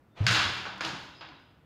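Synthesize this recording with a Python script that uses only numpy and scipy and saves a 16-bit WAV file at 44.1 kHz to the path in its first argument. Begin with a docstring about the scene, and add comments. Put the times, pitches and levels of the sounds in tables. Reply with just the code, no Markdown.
"""A faint squeak and a whirr of gear teeth: a scooter's kick-starter springs back in a hard, echoing room.
A foot thumps on the floor, then the scooter rocks on its stand in low thuds.
The lever clatters against its stop, ringing the casing.
The next slow push catches the gear and turns the engine over in soft piston chuffs; it does not fire.
The dry pivot squeaks and the lever bottoms out."""
import sys
import numpy as np
from scipy import signal
from scipy.fft import rfft, irfft
from scipy.io import wavfile
from scipy.ndimage import uniform_filter1d

SR = 44100
rng = np.random.default_rng(int(sys.argv[2]) if len(sys.argv) > 2 else 0)


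def dump_mix(stems):
    """Bounce the given channels to the path in sys.argv[1] as a 16-bit WAV at rate SR."""
    frames = np.atleast_2d(stems).T  # one column per channel
    limited = np.clip(frames, -1, 1)  # hard clip at full scale
    pcm = np.round(limited * 32767).astype(np.int16)
    wavfile.write(sys.argv[1], SR, pcm)


N = 72765


def amp(db):
    """Decibels to gain."""
    return 10 ** (np.asarray(db) / 20)


def unit_rms(x):
    """Scale to rms 1."""
    return x / np.sqrt(np.mean(x ** 2) + 1e-20)


def curve_at(points, hz):
    """Interpolate (frequency [Hz], value) points on a log-frequency axis."""
    point_hz, value = np.transpose(points)
    return np.interp(np.log(hz + 1), np.log(point_hz + 1), value)


def add(mix, start_s, sound):
    """Add a sound to the mix in place."""
    part = mix[round(start_s * SR):][:len(sound)]
    part += sound[:len(part)]


def coloured(x, colour):
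    """Filter by (frequency [Hz], gain [dB]) points; output rms 1."""
    gain = amp(curve_at(colour, np.fft.rfftfreq(len(x), 1 / SR)))
    return unit_rms(irfft(rfft(x) * gain, len(x)))


def swell(t, rise_s):
    """Envelope: peaks at 1 after rise_s, then decays."""
    return t / rise_s * np.exp(1 - t / rise_s)


def echoes(fill_s):
    """Dense unit-energy tail off plaster and tiles: fills while the source sounds, treble dies first."""
    # room decay: (frequency [Hz], T60 [s])
    room_t60 = [(80, 1.66), (300, 0.98), (800, 0.84), (1600, 0.83), (3200, 0.93), (5000, 0.76),
                (7500, 0.67), (11000, 0.62), (13000, 0.49), (15500, 0.64)]
    gap_s, build_s = 0.0013, 0.012
    t = np.arange(N) / SR
    hz, frame_s, spectra = signal.stft(rng.standard_normal(N), SR, nperseg=256)
    decay = amp(-60 * frame_s / curve_at(room_t60, hz)[:, None])
    tail = signal.istft(spectra * decay, SR, nperseg=256)[1][:N]
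    tail *= np.clip((t - gap_s) / build_s, 0, 1)
    tail *= np.sqrt(1 - np.exp(-2 * t / fill_s))
    return tail / np.linalg.norm(tail)


def room(x, wet_db):
    """Direct sound plus echoes."""
    return x + amp(wet_db) * signal.fftconvolve(x, echoes(fill_s=0.012))[:N]


def air():
    """Quiet, steady low noise of the room's air."""
    # air spectrum: (frequency [Hz], gain [dB])
    colour = [(20, -34), (40, -20.5), (60, -1.5), (95, 4), (190, -2), (320, -6), (700, -13), (1500, -17.5),
              (3000, -29), (5000, -36), (8000, -41.5), (15500, -40.5)]
    return amp(-61.5) * coloured(rng.standard_normal(N), colour)


def squeaks():
    """The dry pivot sings thin, unsteady notes."""
    # pivot squeaks: (start [s], length [s], pitch [Hz], level [dB])
    notes = [(0.101, 0.24, 3570, -83), (1.144, 0.07, 5010, -60), (1.241, 0.114, 4930, -76)]
    waver_depth, fade_s = 0.008, 0.012
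    out = np.zeros(N)
    for start_s, length_s, hz, level_db in notes:
        t = np.arange(0, length_s, 1 / SR)
        waver = unit_rms(uniform_filter1d(rng.standard_normal(N), size=200))[:len(t)]
        phase = 2 * np.pi * np.cumsum(hz * (1 + waver_depth * waver)) / SR
        envelope = np.clip(np.minimum(t, length_s - t) / fade_s, 0, 1)
        add(out, start_s, amp(level_db) * envelope * np.sin(phase))
    return out


def whirr():
    """Gear teeth scrape past each other as the spring pulls the lever back to its stop."""
    # scrape spectrum: (frequency [Hz], gain [dB])
    colour = [(40, -3), (150, 7), (350, 3), (700, 7), (1500, 2.5), (2700, 0), (3700, -3), (5000, -13),
              (7000, -20), (10000, -33), (15500, -44.5)]
    start_s, rise_s, fall_s, end_s = 0.1457, 0.0312, 0.01, 0.33
    level_db, teeth_per_s = -47, 580
    t = np.arange(N) / SR
    speed = np.clip((t - start_s) / rise_s, 0, 1) * np.clip((end_s - t) / fall_s, 0, 1)
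    tooth_ripple = 1 + 0.2 * np.cos(2 * np.pi * np.cumsum(teeth_per_s * speed) / SR)
    return amp(level_db) * speed ** 2 * coloured(rng.standard_normal(N) * tooth_ripple, colour)


def thuds():
    """A foot thumps on the floor, then the scooter rocks on its stand: brief, low, gritty tones."""
    # footfall, then rocking: (start [s], pitch [Hz], level [dB], rise [s])
    bumps = [(0.2044, 101, -20, 0.0094), (0.2358, 121.3, -27, 0.023), (0.265, 179.8, -35, 0.019),
             (0.2937, 117.5, -25.5, 0.018), (.392, 106, -31.5, 0.0052), (0.457, 100.4, -33.5, 0.0078),
             (0.489, 101.7, -35, 0.0043)]
    # (frequency [Hz], gain [dB])
    grit_colour = [(30, -16.5), (65, -19), (180, -7), (400, -20.5), (4000, -67)]
    out, t = np.zeros(N), np.arange(SR // 2) / SR
    for start_s, hz, level_db, rise_s in bumps:
        grit = 0.13 * coloured(rng.standard_normal(len(t)), grit_colour)
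        tone = np.sin(2 * np.pi * hz * t)
        add(out, start_s, amp(level_db) * swell(t, rise_s) * (grit - tone))
    return out


def casing_ring(low_db, high_db, top_db, size):
    """Unit-energy impulse response of the casing: broad colour, tilted per blow, plus ringing modes."""
    # casing spectrum: (frequency [Hz], gain [dB])
    colour = [(40, -36), (250, -11), (500, -7), (750, -2.5), (1050, 1.5), (1350, 1.5), (1600, -0.5),
              (2100, 0.5), (2900, 1), (4700, -3.5), (5800, -8), (6900, -9.5), (7900, -19.5), (10500, -27.5),
              (15500, -38.5)]
    # casing modes: (frequency [Hz], width [Hz], gain relative to the colour [dB])
    modes = [(191.3, 18, 10.5), (319, 15, 7.5), (1278, 13, -6.5), (1472, 52, 0.5), (1515, 75, -1),
             (1656, 95, -1.5), (2752, 62, -2.5), (3435, 320, -7), (3856, 60, -0.5), (4480, 540, -5),
             (5000, 210, -1.5), (6710, 160, -6)]
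    hz = np.fft.rfftfreq(size, 1 / SR)
    tilt = [(934, low_db), (1340, 0), (4000, high_db), (10000, top_db)]
    gain_db = curve_at(colour, hz) + curve_at(tilt, hz)
    log_gain = np.log(amp(np.r_[gain_db, gain_db[-2:0:-1]]))
    minimum_phase = np.exp(np.conj(signal.hilbert(log_gain)))[:len(hz)]
    resonances = sum(amp(db) / (1 + 2j * (hz - mode_hz) / width_hz) for mode_hz, width_hz, db in modes)
    ring = irfft(minimum_phase * (1 + resonances))
    return ring / np.linalg.norm(ring)


def clanks():
    """Lever and gear strike the casing: each blow is a rattle of contacts that rings it and the room."""
    # blows: (start [s], level [dB], rattle decay [s], low [dB], high [dB], top [dB], echoes [dB])
    blows = [(0.24, -46, 0.0072, 24, 6, 12, 4), (.266, -20.5, 0.0037, -8.5, -3, -3, 4.5),
             (0.31, -32, 0.0017, 5.5, 1, 8.5, 9.5), (0.346, -25, 0.011, 2, 2, -9, 4.5),
             (.364, -26.5, 0.013, -5, -7.5, -13.5, 2), (.392, -31, 0.0046, 1, -3, -7, 8),
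             (0.568, -34.5, 0.049, 3.5, -3, -9.5, -1.5), (0.652, -37.5, 0.013, 4.5, -9.5, -17.5, 5.5),
             (0.78, -60.5, .003, -7, 5, 20, -5), (0.8074, -31, .008, 2, -5.5, -7.5, 3),
             (0.836, -34.5, 0.027, 3.5, -2, -17, -2.5), (0.8489, -32.5, 0.0037, 8.5, 3, 4, 2),
             (0.9, -61, 0.037, 6, -19, -6, 10), (0.974, -49.5, 0.025, 7, -19, -16, 0),
             (1.066, -56.5, .02, -3.5, -6, -23, 4.5), (1.2083, -39.5, 0.034, 5, -3, -24.5, -1.5),
             (1.287, -50.5, 0.0055, 4, -4.5, -22, 0), (1.396, -61, 0.0047, 11.5, -7, -11, -6)]
    contacts_per_s, rise_s, size = 7000, 0.00057, 8192
    out, t = np.zeros(N), np.arange(size) / SR
    for start_s, level_db, rattle_s, low_db, high_db, top_db, wet_db in blows:
        contacts = rng.choice([-1, 1], size) * (rng.random(size) < contacts_per_s / SR)
        rattle = contacts * np.exp(-t / rattle_s) * np.minimum(t / rise_s, 1)
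        arrivals = amp(wet_db) * echoes(fill_s=rattle_s)
        add(arrivals, 0, rattle / np.linalg.norm(rattle))
        ring = casing_ring(low_db, high_db, top_db, size)
        gain = amp(level_db) * np.sqrt(SR / 100)  # level: direct energy spread over 10 ms
        add(out, start_s, gain * signal.fftconvolve(arrivals, ring)[:N])
    return out


def chuffs():
    """The piston pushes soft puffs of air through the engine."""
    # piston puffs: (start [s], level [dB], rise [s])
    puffs = [(.848, -43, 0.021), (0.925, -42.5, 0.013), (0.974, -54, 0.011), (1.284, -54, 0.023)]
    # puff spectrum: (frequency [Hz], gain [dB])
    colour = [(40, -17.5), (90, 4), (145, 5.5), (220, -1.5), (315, 9.5), (430, -13.5), (1000, -1),
              (8000, -63.5)]
    out, t = np.zeros(N), np.arange(SR // 4) / SR
    for start_s, level_db, rise_s in puffs:
        envelope = swell(t, rise_s)
        puff = coloured(rng.standard_normal(len(t)) * envelope, colour)
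        add(out, start_s, amp(level_db) * puff * np.sqrt(np.mean(envelope ** 2)))
    return out


def scene():
    """Starter, thuds and engine with their echoes over quiet air; mono."""
    mix = air()
    mix += room(thuds(), wet_db=-16.5)
    mix += room(chuffs(), wet_db=-8)
    mix += room(whirr() + squeaks(), wet_db=2.5)
    mix += clanks()
    return mix[None]


def record(dry):
    """Low-pass at 15.7 kHz."""
    lowpass = signal.firwin(511, 15700, window=("kaiser", 9), fs=SR)
    return signal.oaconvolve(dry, lowpass[None], "same")


dry = scene()
out = record(dry)
dump_mix(out)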